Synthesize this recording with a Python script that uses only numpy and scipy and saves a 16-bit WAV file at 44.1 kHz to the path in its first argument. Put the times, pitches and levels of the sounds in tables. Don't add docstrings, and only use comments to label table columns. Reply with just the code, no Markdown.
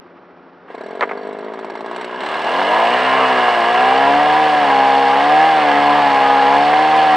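import sys
import numpy as np
from scipy import signal
from scipy.fft import rfft, irfft
from scipy.io import wavfile

SR = 44100
rng = np.random.default_rng(int(sys.argv[2]) if len(sys.argv) > 2 else 0)


def to_wav(sig):
    pcm = np.clip(np.atleast_2d(sig), -1, 1) * 32767
    pcm = np.round(pcm).astype(np.int16)
    wavfile.write(sys.argv[1], SR, pcm.T)


N = 315756
TIME = np.arange(N) / SR
BINS = np.fft.rfftfreq(4096, 1 / SR)

# (frequency [Hz], relative level [dB])
FAR_HUM = [(86.1, -74), (177.6, -56), (263.8, -54), (349.9, -56.5)]
# (frequency [Hz], relative level [dB])
AIR_EQ = [(24, -75), (40, -47.5), (74, -20.5), (97, -15), (108, -18), (138, -30), (156, -5.5), (177, -10.5),
          (205, -9), (358, -1), (1400, -9.5), (4940, -38), (5590, -40.5), (7270, -74), (12300, -120)]
KNOCK_EQ = [(30, -41), (150, -38), (400, 3), (700, 7), (1500, 2), (2200, -1.5), (3000, -18), (5000, -36),
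            (8000, -48), (15000, -63)]
CLICK_EQ = [(800, -9), (4000, 3), (6500, -15), (9000, -33), (15000, -36)]
CLATTER_EQ = [(40, -61), (110, -34), (200, -16), (350, -10), (520, 0.5), (700, 2), (880, 4.5), (1050, 5),
              (1350, -3), (2100, -5), (2500, -19), (3500, -17), (7000, -58.5)]
RASP_EQ = [(1000, -36), (2300, -5.5), (2900, -0.5), (3500, -3.5), (4000, -9.5), (5000, -12.5),
           (6000, -21.5), (6900, -27), (8200, -24.5), (10000, -37.5), (12500, -39.5), (15500, -60)]
PUFF_EQ = [(30, -55), (100, -28), (160, -24), (205, -9), (300, -3), (400, 5.5), (480, -1.5), (650, 0),
           (850, -15), (1100, -38), (1500, -39), (3000, -46), (8000, -61)]
BANG_EQ = [(100, -28), (300, -11), (650, 9), (1000, 3), (1700, -13.5), (3000, -22), (6000, -33),
           (14000, -75)]
SLAP_EQ = [(500, -11), (1600, 13.5), (3200, 1.5), (3900, 7), (4400, 4), (5000, -13), (5650, -3),
           (6500, -20), (7200, -12), (7900, -1.5), (8500, -13), (9800, -20), (15000, -36)]
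# (time [s], crank speed [turns/s])
IDLE_REVS = [(0.68, 16.4), (0.76, 29.5), (0.87, 42.5), (1.05, 50.7), (1.38, 51.5), (1.55, 55.1),
             (1.83, 55.7), (1.95, 61.0), (2.17, 61.6), (2.26, 75.8), (2.43, 78.1)]
# (time [s], crank speed [turns/s])
CUTTING_REVS = [(2.5, 84.8), (2.91, 120.8), (3.07, 129.2), (3.15, 131.1), (3.26, 129.1), (3.63, 115.2),
                (4.2, 147.1), (4.41, 154.1), (4.59, 147.7), (4.74, 135.6), (5.13, 136.1), (5.34, 152.2),
                (5.48, 160.1), (5.71, 143.3), (5.98, 146.4), (6.15, 137.2), (6.45, 136.9), (6.83, 154.7),
                (7.03, 154.9), (7.16, 149.6)]
# (time [s], level [dB], brightness [dB])
GRIP_KNOCKS = [(1.009, -12.5, 8), (1.018, -13, -21), (1.0254, -8.5, -17), (1.033, -14, -13),
               (1.092, -19, -12), (1.111, -18.5, -15), (1.117, -22.5, -18)]
# (frequency [Hz], width [Hz], boost [dB])
CASING_MODES = [(1000, 110, 2.5), (1639, 76, 7.5), (2190, 140, 3.5), (2670, 510, 3.5), (5630, 200, -2)]
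# (frequency [Hz], half-width [Hz], level at idle [dB])
CYLINDER_MODES = [(1659, 52, -49), (4050, 45, -63), (4450, 51, -63), (5560, 60, -69), (7700, 160, -75.5)]
# (frequency [Hz], half-width [Hz], level free [dB], level in the straw [dB])
BLADE_MODES = [(1679, 45, -29, -29.5), (2870, 99, -30.5, -38), (4170, 70, -46.5, -52), (4350, 44, -59, -45),
               (7980, 130, -58.5, -68.5), (8750, 260, -64, -63)]
# (time [s], relative level [dB], pitch [ratio])
PUFF_CONTOUR = [(0.7, -37, 1.08), (0.85, -31.5, 0.99), (1.2, -28.5, 1.04), (1.45, -29.5, 0.974),
                (1.7, -32, 0.927), (2.3, -30, 0.97)]
# (start [s], firings [count], spacing [turns], relative slap [dB], relative bang [dB])
FIRINGS = [(0.7477, 6, 2, -39, -31), (1.2703, 3, 3, -36.5, -31), (1.5369, 8, 3, -35, -22.5),
           (1.9625, 2, 3, -26, -22), (2.0448, 1, 2, -25, -23), (2.205, 10, 2, -29, -25),
           (2.4674, 2, 2, -29, -16), (2.583, 1, 2, -32, -16.5), (2.6324, 3, 2, -42, -18.5)]
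# (frequency [Hz], relative level [dB])
WHOLE_ORDER_EQ = [(60, -15), (115, -24), (150, -11), (235, -7), (290, 2), (400, -5.5), (470, 1), (550, -9),
                  (610, 0), (690, -4.5), (1000, -0.5), (1130, -6), (1260, -7), (1400, -13), (1660, -11),
                  (1900, -12), (3000, -23)]
HALF_ORDER_EQ = [(80, -51.5), (170, -21), (215, -10.5), (350, -18.5), (470, 4), (560, -7), (690, 1),
                 (750, -0.5), (850, -33), (1000, 1.5), (1400, -23.5), (1680, -12.5), (2000, -13.5),
                 (3000, -28.5)]
# (frequency [Hz], boost [dB])
PULLING_EQ = [(150, -2.5), (310, -5), (480, -7), (630, 9), (900, 5), (1200, -6)]
# (time [s], boost [dB])
OVERTONE_RIDE = [(2.6, 1), (3.0, 7.5), (3.35, 1), (4.1, 2.5), (4.5, 1.5), (5.1, -1.5), (5.47, 5),
                 (5.85, 2.5), (7.16, 1)]
# (time [s], relative level [dB])
MUFFLER_RIDE = [(2.3, -30), (2.6, -29), (2.85, -19), (3.02, -24), (3.3, -20), (3.8, -15), (4.4, -13.5),
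                (5.45, -11.5), (5.85, -15), (6.3, -12), (7.16, -11.5)]
# (frequency [Hz], left minus right [dB])
STEREO_TILT = [(60, -9), (98, 5), (160, 2.5), (260, 2), (430, 1.0), (710, 0.5), (1170, 0.0), (1910, -1.5),
               (3130, -3.0), (5140, -3.5)]
# (frequency [Hz], lead of the left side [rad])
STEREO_LEAD = [(0, 0), (260, -0.27), (1810, -0.29), (3190, -0.024), (5340, 0.0)]

IDLE_SPEED, CLUTCH_BITES = 52, (54.8, 88)
PUFFS_FADE, DRONE_GROWS = (68, 122), (69.6, 113)


def amp(db):
    return 10 ** (np.asarray(db) / 20)


def unit(x):
    return x / np.sqrt(np.mean(x ** 2) + 1e-20)


def eq(points, hz=BINS):
    f, value = np.transpose(points)
    return np.interp(np.log(hz + 1), np.log(f + 1), value)


def curve(rows, t, column=1):
    rows = np.asarray(rows)
    return np.interp(t, rows[:, 0], rows[:, column])


def ramp(x, start, end):
    return np.clip((x - start) / (end - start), 0, 1)


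def add(mix, s, sound):
    part = mix[round(s * SR):][:len(sound)]
    part += sound[:len(part)]


def wander(rate_hz, size=N, step=1):
    hz = np.fft.rfftfreq(size, step / SR)
    return unit(irfft(rfft(rng.standard_normal(size)) / (1 + (hz / rate_hz) ** 4), size))


def colour(x, db):
    log_gain = np.log(amp(np.maximum(db, -100)))
    mirrored = np.r_[log_gain, log_gain[-2:0:-1]]
    taps = irfft(np.exp(np.conj(signal.hilbert(mirrored)))[:len(BINS)])
    return signal.oaconvolve(x, taps / np.linalg.norm(taps))[:len(x)]


def ringing(drive, hz, half_width):
    return unit(colour(drive, -20 * np.log10(1 + ((BINS - hz) / half_width) ** 2)))


def through_casing(x, tone):
    boost_db = sum(db / (1 + (2 * (BINS - hz) / width) ** 2) for hz, width, db in CASING_MODES)
    return colour(x, eq(tone) + boost_db)


def speed(t):
    return curve(IDLE_REVS + CUTTING_REVS, t) * (t >= IDLE_REVS[0][0])


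def shaken(turns, steady, decay_turns, uneven_db, alternate_db):
    count = turns.astype(int)
    burst_db = uneven_db * rng.standard_normal(count[-1] + 1)[count] + alternate_db * (count % 2)
    envelope = steady + amp(burst_db) * np.exp(-(turns % 1) / decay_turns)
    return unit(envelope * rng.standard_normal(N))


def far_machine(waver=0.0055, gain_db=-2):
    clock = np.cumsum(1 + waver * wander(3.2)) / SR
    return amp(gain_db) * np.sqrt(2) * sum(amp(db) * np.sin(2 * np.pi * hz * clock) for hz, db in FAR_HUM)


def outdoor_air(flutter=0.092, level_db=-44):
    wash = rng.standard_normal(N) * (1 + flutter * wander(30))
    return amp(level_db) * unit(colour(wash, eq(AIR_EQ)))


def rumble(level_db=-55, swell_db=2):
    low_db = eq([(20, -7.5), (70, -1), (110, -3.0), (250, -30), (1000, -71.0)])
    shared, left, right = (unit(colour(rng.standard_normal(N), low_db)) for _ in range(3))
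    envelope = amp(level_db + swell_db * wander(2)) * ramp(speed(TIME), 82, 140)
    return envelope * (shared + .5 * np.array([left, right]))


def reflections(x, t60=0.023, level_db=-22):
    t = np.arange(SR // 6) / SR
    taps = rng.standard_normal((2, len(t))) * (rng.random((2, len(t))) < 2000 / SR)
    taps *= amp(-60 * t / t60) * (t > .004)
    taps /= np.linalg.norm(taps, axis=1, keepdims=True)
    bright = signal.sosfilt(signal.butter(1, 900, "high", fs=SR, output="sos"), x)
    return amp(level_db) * signal.oaconvolve(bright[None], taps, axes=1)[:, :N]


def straw(snaps_per_s=250, level_db=-47, spread_db=4, fade_in_s=(2.7, 3.2)):
    hits = rng.random(N) < snaps_per_s / SR
    strength = amp(spread_db * np.minimum(rng.exponential(1, N), 4))
    snaps = hits * strength * rng.choice([-1, 1], N)
    crack_db = eq([(500, -14.0), (2000, -4.5), (4500, 14), (8000, -14.5), (15000, -33.5)])
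    return amp(level_db) * unit(colour(snaps, crack_db)) * ramp(TIME, *fade_in_s)


def starter(decay_s=0.0086, click_s=0.00061, click_db=-10):
    t, knocks, clicks = np.arange(SR // 16) / SR, np.zeros(N), np.zeros(N)
    for s, db, bright_db in GRIP_KNOCKS:
        add(knocks, s, amp(db) * np.exp(-t / decay_s) * rng.standard_normal(len(t)))
        click = np.exp(-t / click_s) * rng.standard_normal(len(t))
        add(clicks, s, amp(db + bright_db + click_db) * click)
    return colour(knocks, eq(KNOCK_EQ)) + colour(clicks, eq(CLICK_EQ))


def cylinder(turns, growth=1.6):
    knocks = shaken(turns, steady=.1, decay_turns=.2, uneven_db=5.5, alternate_db=3)
    force = (np.minimum(speed(TIME), CLUTCH_BITES[1]) / IDLE_SPEED) ** growth
    return force * sum(amp(db) * ringing(knocks, hz, width) for hz, width, db in CYLINDER_MODES)


def blade_bar(turns, press_s=(3.7, 4.4)):
    pressed, out = ramp(TIME, *press_s), np.zeros(N)
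    for hz, width, free_db, pressed_db in BLADE_MODES:
        strokes = shaken(turns, steady=0.45, decay_turns=0.43, uneven_db=1.5, alternate_db=5.5)
        out += ringing(strokes, hz, width) * amp(free_db + (pressed_db - free_db) * pressed)
    return out * ramp(speed(TIME), CLUTCH_BITES[0], 102)


def rattle(turns, gear_clatter_db=-36, blade_clatter_db=-21.5, gear_rasp_db=-56, blade_rasp_db=-30):
    revs = speed(TIME)
    gears = (revs / IDLE_SPEED) ** 0.36
    grip = ramp(revs, *CLUTCH_BITES)
    clatter = shaken(turns, steady=0.48, decay_turns=1, uneven_db=3, alternate_db=-1)
    clatter *= amp(gear_clatter_db) * gears + amp(blade_clatter_db - 0.14 * wander(6)) * grip
    rasp = shaken(turns, steady=1, decay_turns=1, uneven_db=1.5, alternate_db=4.5)
    rasp *= amp(gear_rasp_db) * gears + amp(blade_rasp_db) * grip * ramp(revs, 0, 115)
    return through_casing(clatter, CLATTER_EQ) + through_casing(rasp, RASP_EQ)


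def firings(turns, bang_db=22, echo_db=-7, echo_s=0.00458, slap_db=-1, slap_s=0.0039, spread_db=1.2):
    t, bangs, slaps = np.arange(SR // 20) / SR, np.zeros(N), np.zeros(N)
    slap_envelope = (0.66 + t / slap_s) * np.exp(-t / slap_s)
    for first_s, count, every, bright_db, db in FIRINGS:
        firing_turns = turns[round(first_s * SR)] + every * np.arange(count)
        for s in np.interp(firing_turns, turns, TIME):
            force = amp(spread_db * rng.standard_normal())
            add(bangs, s, force * amp([db + bang_db]))
            add(bangs, s + echo_s, force * amp([db + bang_db + echo_db]))
            add(slaps, s, force * amp(bright_db + slap_db) * rng.standard_normal(len(t)) * slap_envelope)
    return colour(bangs, eq(BANG_EQ)) + through_casing(slaps, SLAP_EQ)


def puffs(turns, echo=0.63, echo_s=0.00443, tail_s=0.012, tail_db=-15, spread_db=.6, detune=.025):
    starts = np.flatnonzero(np.diff(np.floor(turns))) / SR
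    t, out = np.arange(SR // 20) / SR, np.zeros(N)
    shape = colour(1. * (t == 0), eq(PUFF_EQ))
    shape = (shape + echo * np.interp(t - echo_s, t, shape, left=0)) / np.hypot(1, echo)
    for s in starts[speed(starts) < PUFFS_FADE[1]]:
        size, stretch = rng.standard_normal(2)
        pitch = curve(PUFF_CONTOUR, s, column=2) + detune * stretch
        puff = np.interp(t * pitch, t, shape)
        scatter = rng.standard_normal(len(t)) * (t / tail_s) * np.exp(-t / tail_s)
        puff += amp(tail_db) * signal.fftconvolve(puff, scatter / np.linalg.norm(scatter))[:len(t)]
        gain = amp(curve(PUFF_CONTOUR, s) + spread_db * size) * np.sqrt(SR / speed(s))
        add(out, s, gain * (1 - ramp(speed(s), *PUFFS_FADE)) * puff)
    return signal.sosfilt(signal.butter(3, [100, 4500], "band", fs=SR, output="sos"), out)


def muffler(t, hz, is_half, cool_hz=708, hot_hz=784, width_hz=140, load_from_s=3.36, heating_s=0.7):
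    centre_hz = hot_hz + (cool_hz - hot_hz) * np.exp(-np.maximum(t - load_from_s, 0) / heating_s)
    ring = amp(-14 * is_half) / (1 + (2 * (hz - centre_hz) / width_hz) ** 2) ** 2
    return ring * amp(curve(MUFFLER_RIDE, t)) / (np.linalg.norm(ring, axis=0) + 1e-9) ** 0.68


def drone(turns, body_db=-28.5, flicker_db=2, swell_db=1, jitter_turns=0.0057, roughness=0.067):
    t, orders = TIME[::128], np.arange(2, 45)[:, None] / 2
    hz, is_half = orders * speed(t), orders % 1 > 0
    flicker = np.array([wander(6, size=len(t), step=128) for _ in orders]) * np.minimum(hz / 500, 2)
    throttle = ramp(t, 2.38, 2.53) * (1 - ramp(t, 2.845, 2.92))
    boost_db = throttle * eq(PULLING_EQ, hz) + curve(OVERTONE_RIDE, t) * ramp(hz, 1130, 1300)
    tone_db = np.where(is_half, eq(HALF_ORDER_EQ, hz), eq(WHOLE_ORDER_EQ, hz) + boost_db)
    body = amp(body_db + tone_db + flicker_db * flicker)
    levels = np.sqrt(2) * np.hypot(body, muffler(t, hz, is_half)) * ramp(speed(t), *DRONE_GROWS)
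    angle = 2 * np.pi * (turns + jitter_turns * wander(79))
    stack = sum(np.interp(TIME, t, level) * np.sin(order * angle + 2 * np.pi * rng.random())
                for order, level in zip(orders[:, 0], levels))
    return stack * (1 + roughness * wander(90)) * amp(swell_db * wander(1.84))


def scene():
    turns = np.cumsum(speed(TIME)) / SR + .6
    engine = starter() + puffs(turns) + firings(turns) + drone(turns) + cylinder(turns)
    cutting = rattle(turns) + blade_bar(turns) + straw()
    mix = engine + cutting + far_machine() + outdoor_air()
    return mix + reflections(mix) + rumble()


def record(dry, ceiling=.88, cutoff_hz=15750):
    hz = np.fft.rfftfreq(N, 1 / SR)
    port = amp(eq(STEREO_TILT, hz) / 2) * np.exp(1j * eq(STEREO_LEAD, hz) / 2)
    pair = irfft(rfft(dry) * np.array([port, 1 / port]), N)
    rounded = pair / (1 + (pair / ceiling) ** 8) ** (1 / 8)
    lowpass = signal.firwin(511, cutoff_hz, window=("kaiser", 9), fs=SR)
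    return signal.oaconvolve(rounded, lowpass[None], "same")


dry = scene()
out = record(dry)
to_wav(out)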